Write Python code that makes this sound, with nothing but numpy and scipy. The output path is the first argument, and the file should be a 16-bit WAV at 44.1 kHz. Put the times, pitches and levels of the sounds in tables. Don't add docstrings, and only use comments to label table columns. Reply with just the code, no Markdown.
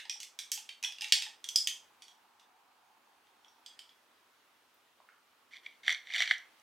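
import sys
import numpy as np
from scipy import signal
from scipy.fft import rfft, irfft, next_fast_len
from scipy.io import wavfile
from scipy.ndimage import uniform_filter1d, map_coordinates

SR = 44100
rng = np.random.default_rng(int(sys.argv[2]) if len(sys.argv) > 2 else 0)


def digitize_waveform(pressure):
    field = np.atleast_2d(pressure).T
    bounded = np.clip(field, -1, 1)
    quanta = np.round(bounded * 32767).astype(np.int16)
    wavfile.write(sys.argv[1], SR, quanta)


N = 291942
LEAD = SR // 10

# time in seconds, hush in dB, traffic drone in dB.
AMBIENCE = [(0, -69.5, -78.5), (1.901, -67, -75), (2.5, -70.5, -69.5), (3.6, -68.5, -73), (3.899, -68, -81),
            (5.3, -69, -88.5), (6.62, -65.5, -77)]
# pitch in Hz, relative level in dB per Hz.
HUSH_COLOUR = [(25, -39), (60, -23), (100, -16), (160, -19), (230, -8), (650, -7), (1250, -3), (1600, -6.5),
               (3250, -9.5), (7500, -19.5), (16000, -23.5)]
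# pitch in Hz, relative level in dB per Hz.
DRONE_COLOUR = [(550, -32.5), (720, -1), (900, 1.5), (1200, -7), (1600, -10), (2200, -34.5)]
# pitch in Hz, likeness (1 is identical).
LEFT_RIGHT_LIKENESS = [(40, 0.96), (100, 0.9), (200, 0.794), (550, .72), (1650, .5), (5000, 0.32),
                       (15000, 1)]
# pitch in Hz, time to fade by 60 dB in seconds.
ECHO_FADE = [(500, 0.35), (1500, .33), (3500, 0.29), (9000, .3), (15000, 0.22)]
# pitch in Hz, side level over middle level in dB.
ECHO_WIDTH = [(500, -10.5), (1200, -14.5), (3000, -13), (8000, -9.5), (12000, -26.5)]

# start in seconds, peak in dB, centre in Hz.
KNOCKS = [(3.269, -59.5, 3500), (4.743, -57.5, 15300), (5.001, -49.5, 916), (5.088, -45.5, 1552)]
KNOCK_WIDTH = 0.52

# touch in seconds, full pressure from in seconds,
# held for in seconds, level in dB against a shared reference.
STROKES = [(5.509, 5.529, 0.037, -54), (5.633, 5.656, 0.013, -56), (5.698, 5.725, .03, -68),
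           (5.832, 5.899, 0.02, -32.5), (6.04, 6.158, 0.071, -31.5), (6.253, 6.309, 0.0078, -34)]
LEAN_IN_DB_PER_S, LET_GO_DB_PER_S = 293, 460
# start in seconds, peak in dB before the bass cut,
# level of the rim in dB before a shared lift.
TICKS = [(5.542, -43.5, -29.5), (5.663, -32.5, -34.5), (5.8575, -50, -30), (5.8795, -10.5, -25),
         (5.8929, -18, -26), (5.8995, -24.5, -19), (5.9249, -25, -13.5), (5.9464, -24.5, -28),
         (6.0707, -36, -25), (6.1025, -31.5, -41), (6.1236, -33, -39), (6.146, -30.5, -35),
         (6.1519, -24.5, -34), (6.2037, -14.5, -24), (6.2203, -17, -25), (6.2756, -23, -33),
         (6.3101, -9, -36), (6.3174, -29, -51), (6.381, -41, 8), (6.5974, -56, 1)]
# pitch in Hz, width in Hz, level in dB (width before doubling up).
PLATE_BODY = [(1814, 425, -3.5), (2140, 302, 8.5), (3387, 620, 4), (4500, 580, -6.5)]
# pitch in Hz, width in Hz, level in dB.
PLATE_RIM = [(5774, 590, 6), (7420, 1600, -7), (9660, 1400, -14), (12700, 2100, -19)]
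# pitch in Hz, width in Hz, level in dB.
TABLE_TOP = [(713, 156, 0.0046), (1350, 510, 0.011)]
DETUNE = .045

# start in seconds, peak in dB before the bass cut, favoured low ring in Hz,
# favoured higher ring in Hz, brightness in dB, ring over rattle in dB.
CLINKS = [(-.03, -24.5, 2300, 4530, -17, -26), (0.053, -38.5, 1840, 4770, -13.5, 0),
          (0.0961, -22, 2397, 5400, -6.5, 6), (0.202, -32, 3000, 4530, -3, -16),
          (0.2301, -31, 3520, 5130, -1, -26), (0.389, -24, 3600, 6150, -5.5, -34),
          (0.5169, -20, 3060, 12900, 5, -11), (0.5747, -33, 3060, 4530, -8.5, -16.5),
          (0.6905, -30.5, 3014, 4530, -14.5, -7), (0.8273, -28, 2780, 6150, -4.5, -20.5),
          (0.8367, -23.5, 2520, 5700, -6, -8), (0.8465, -20, 3270, 5400, -11.5, -7.5),
          (0.9223, -35, 2980, 5130, -7, -4), (0.9841, -35, 2780, 4770, -14, -4.5),
          (1.0092, -27.5, 3730, 5130, -8, -1), (1.0194, -24.5, 2780, 5130, -10, -12),
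          (1.043, -27.5, 3610, 4530, -15.5, -23.5), (1.0834, -37.5, 2780, 4530, -5.5, -8),
          (1.1223, -4.5, 2780, 4530, -6.5, -2), (1.2216, -23.5, 3600, 4900, -9, -8),
          (1.264, -34, 1840, 5700, -11, 0.5), (1.4417, -28, 3300, 5700, -4.5, -19),
          (1.488, -23.5, 3240, 6150, 3, -5), (1.5587, -9, 3260, 5130, 12, -5.5),
          (1.6722, -14, 3140, 6630, 0, -6), (2.021, -41.5, 3610, 4530, -5, -7.5),
          (2.0813, -44, 3250, 5700, -7, -14), (2.3965, -51, 3597, 5130, -10, -13),
          (3.4463, -47.5, 3267, 5700, -12.5, -10), (3.482, -51.5, 3250, 5700, -1, 4),
          (3.6616, -35, 3300, 4760, -1, -7), (3.791, -36.5, 3170, 4760, -6.5, -8),
          (3.8923, -48, 3300, 4770, -7, -5)]
# pitch in Hz, level in dB, time to fade by 60 dB in seconds.
RINGS = [(1810, -5.5, 0.031), (2520, -1, .035), (2780, 1.5, .025), (3140, 2.5, 0.04), (3300, 2.5, 0.035),
         (3380, 1, 0.03), (4530, -1, 0.094), (4760, 3.5, 0.037), (5055, 7.5, 0.033), (5646, 6, 0.039),
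         (6210, 2, 0.027), (7570, 11.5, 0.035), (8300, 10.5, 0.03), (9980, 8.5, 0.029), (12900, 7, .025)]
# pitch in Hz, relative level in dB.
JAR_WALL = [(900, -48.5), (1600, -13), (2400, -4.5), (3300, -1), (4050, -0.5), (5300, 3), (8200, 11.5),
            (10500, 4.5), (16000, -2)]
# start in seconds, peak in dB.
BUMPS = [(0.054, -53), (0.157, -58.5), (0.576, -53.5), (0.835, -51), (0.881, -60), (1.023, -51),
         (1.17, -51), (1.223, -60.5), (1.266, -52)]
AIR_HZ, AIR_T60 = 850, .035
TREBLE_UNDER_DB = 10
OFF_SPOT_DB, OFF_SPOT_MOST_DB = 1.5, 15
WALL_OFF_SPOT_DB, WALL_OFF_SPOT_MOST_DB = 1, 6

TOP_HZ = 16000


def amp(db):
    return 10 ** (np.asarray(db) / 20)


def unit(x):
    return x / np.sqrt(np.mean(x ** 2) + 1e-20)


def along(points, hz):
    f, v = np.transpose(points)
    return np.interp(np.log(hz + 1), np.log(f + 1), v)


def filtered(x, response):
    m = next_fast_len(x.shape[-1] + 4096)
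    spectrum = rfft(x, m) * response(np.fft.rfftfreq(m, 1 / SR))
    return irfft(spectrum, m)[..., :x.shape[-1]]


def resonances(modes):
    def response(f):
        total = 0
        for k, (centre, width, db) in enumerate(modes):
            peak = 1j * f * width / (centre * centre - f * f + 1j * f * width)
            total = total + (-1) ** k * amp(db) * peak ** 2
        return total
    return response


def add(track, s, sound, peak_db):
    at = LEAD + round(s * SR)
    track[at:at + len(sound)] += amp(peak_db) * sound[:len(track) - at] / np.abs(sound).max()


def rush(colour, patchy_db):
    z = signal.stft(rng.standard_normal((2, N)), nperseg=512)[2]
    patches = uniform_filter1d(rng.standard_normal(z.shape[1:]), size=4, axis=0)
    patches = uniform_filter1d(patches, size=14, axis=1)
    pair = signal.istft(z * amp(patchy_db * unit(patches)), nperseg=512)[1][:, :N]

    def mid_and_side(hz):
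        turn = np.arccos(np.clip(along(LEFT_RIGHT_LIKENESS, hz), -1, 1)) / 2
        return amp(along(colour, hz)) * [np.cos(turn), np.sin(turn)]
    mid, side = filtered(pair, mid_and_side)
    return unit(np.array([mid + side, mid - side]))


def background():
    s, hush_db, drone_db = np.transpose(AMBIENCE)
    level = lambda db: amp(np.interp(np.arange(N) / SR, s, db))
    street = level(drone_db) * rush(DRONE_COLOUR, patchy_db=1.2) * amp([[-.7], [.7]])
    hush = level(hush_db) * rush(HUSH_COLOUR, patchy_db=1.2) * amp([[-.4], [.4]])
    return hush + street


def room(x):
    step = SR // 16
    out = np.zeros((2, len(x) + SR))
    fade = np.hanning(2 * step + 1)[:-1]
    for at in range(0, len(x), step):
        part = x[at:at + 2 * step]
        if np.abs(part).max() < 1e-5:
            continue
        hz, t, z = signal.stft(rng.standard_normal((2, SR // 3)), SR, nperseg=256)
        decay = amp(-60 * t / along(ECHO_FADE, hz)[:, None])
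        width = np.array([hz ** 0, amp(along(ECHO_WIDTH, hz))])[..., None]
        mid, side = signal.istft(z * decay * width, SR, nperseg=256)[1]
        tail = np.array([mid + side, mid - side]) / np.linalg.norm(mid)
        wet = signal.fftconvolve((part * fade[:len(part)])[None], tail, axes=1)
        out[:, at + 200:at + 200 + wet.shape[1]] += wet
    return out[:, :len(x)]


def knocks():
    track, t = np.zeros(LEAD + N), np.arange(SR // 20) / SR
    for s, db, hz in KNOCKS:
        puff = amp(-60 * t / 0.018) * (1 - np.exp(-t / 0.0013)) * rng.standard_normal(len(t))
        add(track, s, filtered(puff, resonances([(hz, KNOCK_WIDTH * hz, 0)])), db)
    return track


def pressure(t):
    total = 0
    for touch, s, held, db in STROKES:
        lean_in = LEAN_IN_DB_PER_S * np.clip(s - t, 0, 1)
        let_go = LET_GO_DB_PER_S * np.clip(t - s - held, 0, 1)
        total = total + (t > touch) * amp(db - lean_in - let_go)
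    return total


def knife():
    t = (np.arange(LEAD + N) - LEAD) / SR
    samples = np.arange(len(t))
    press = pressure(t)
    clumps = amp(2.5 * map_coordinates(rng.standard_normal(len(t) // 120 + 4), [samples / 120]))
    grains = (rng.random(len(t)) < 4000 / SR) * rng.laplace(size=len(t)) * clumps
    rim, table = resonances(PLATE_RIM), resonances(TABLE_TOP)

    def body(f, tune):
        return resonances([(hz * tune, width, db) for hz, width, db in PLATE_BODY])(f)

    def colour(tune):
        return lambda f: body(f, tune) + amp(-13.5) * rim(f) + amp(-14.0) * table(f)

    place = map_coordinates(rng.random(len(t) // 400 + 4), [samples / 400], order=1)
    spot = (place * 4).astype(int)
    track = np.zeros(len(t))
    for k in range(4):
        track += filtered(press * grains * (spot == k), colour(1 + DETUNE * (k - 1.5)))
    track = track / np.std(filtered(grains, colour(0.56)))

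    short = np.arange(SR // 20) / SR
    for s, db, rim_db in TICKS:
        envelope = amp(-60 * short / 0.0092) * (1 - np.exp(-short / 0.00016))
        slip = envelope * rng.standard_normal(len(short))
        tune = rng.normal(1, DETUNE)

        def tick_colour(f):
            soft = 1 / (1 + 1j * f / 3000)
            low = body(f, tune) + amp(-17.5) * table(f)
            return soft * low + amp(rim_db + 5.5) * rim(f)
        add(track, s, filtered(slip, tick_colour), db)
    return filtered(track, lambda f: (1j * f / (1j * f + 350)) ** 2)


def ice():
    track, t = np.zeros(LEAD + N), np.arange(SR // 10) / SR

    def ring(hz, db, t60, phase=0):
        return amp(db - 60 * t / t60) * np.sin(2 * np.pi * (hz * t + phase))

    ring_hz, ring_db, ring_t60 = np.transpose(RINGS)[..., None]
    for s, db, low_hz, high_hz, bright_db, clear_db in CLINKS:
        def percent_off(f):
            return 100 * np.abs(np.log(f / [low_hz, high_hz])).min(axis=1, keepdims=True)

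        treble_db = bright_db - TREBLE_UNDER_DB
        tilt = [(3800, 0), (4400, bright_db), (6300, bright_db), (7400, treble_db)]

        hz = np.geomspace(1000, 16000, num=180)[:, None] * rng.normal(1, .01, size=(180, 1))
        spot_db = np.minimum(WALL_OFF_SPOT_DB * percent_off(hz), WALL_OFF_SPOT_MOST_DB)
        level = along(JAR_WALL, hz) + along(tilt, hz) - spot_db + rng.normal(0, 1.5, size=hz.shape)
        wall_t60 = 0.022 * (3000 / hz) ** 0.089
        wall = ring(hz, level - 11, wall_t60, rng.random(hz.shape)).sum(axis=0)
        bounces = (rng.random(len(t)) < 150 / SR) * amp(-16 - 60 * t / .15)
        wall = wall + signal.fftconvolve(wall, bounces)[:len(t)]

        spot_db = np.minimum(OFF_SPOT_DB * percent_off(ring_hz), OFF_SPOT_MOST_DB)
        level = ring_db + clear_db + along(tilt, ring_hz) - spot_db
        level = level + rng.normal(0, 2, size=level.shape)
        twin_hz = ring_hz * rng.normal(1, .012, size=(2, *level.shape))
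        cube = ring(ring_hz, level, ring_t60) + ring(twin_hz, level - 4, ring_t60).sum(axis=0)

        onset = (1 - np.exp(-t / 0.0003)) ** 2
        add(track, s, (wall + cube.sum(axis=0)) * onset, db)
    track = filtered(track, lambda f: (1j * f / (1j * f + 1000)) ** 2.5)
    for s, db in BUMPS:
        hum = ring(AIR_HZ * rng.normal(1, .04, size=(2, 1)), 0, AIR_T60).sum(axis=0)
        add(track, s, hum * (1 - np.exp(-t / .003)), db)
    return track


def scene():
    jar, plate = ice() + knocks(), knife()
    near = jar * amp([[-1.2], [1.2]]) + plate * amp([[-.7], [.7]])
    wet = room(jar + amp(-9.0) * plate) * amp([[-.9], [.9]])
    return (near + wet)[:, LEAD:] + background()


def record(dry):
    return filtered(dry, lambda hz: 1 / (1 + (hz / TOP_HZ) ** 120))


dry = scene()
out = record(dry)
digitize_waveform(out)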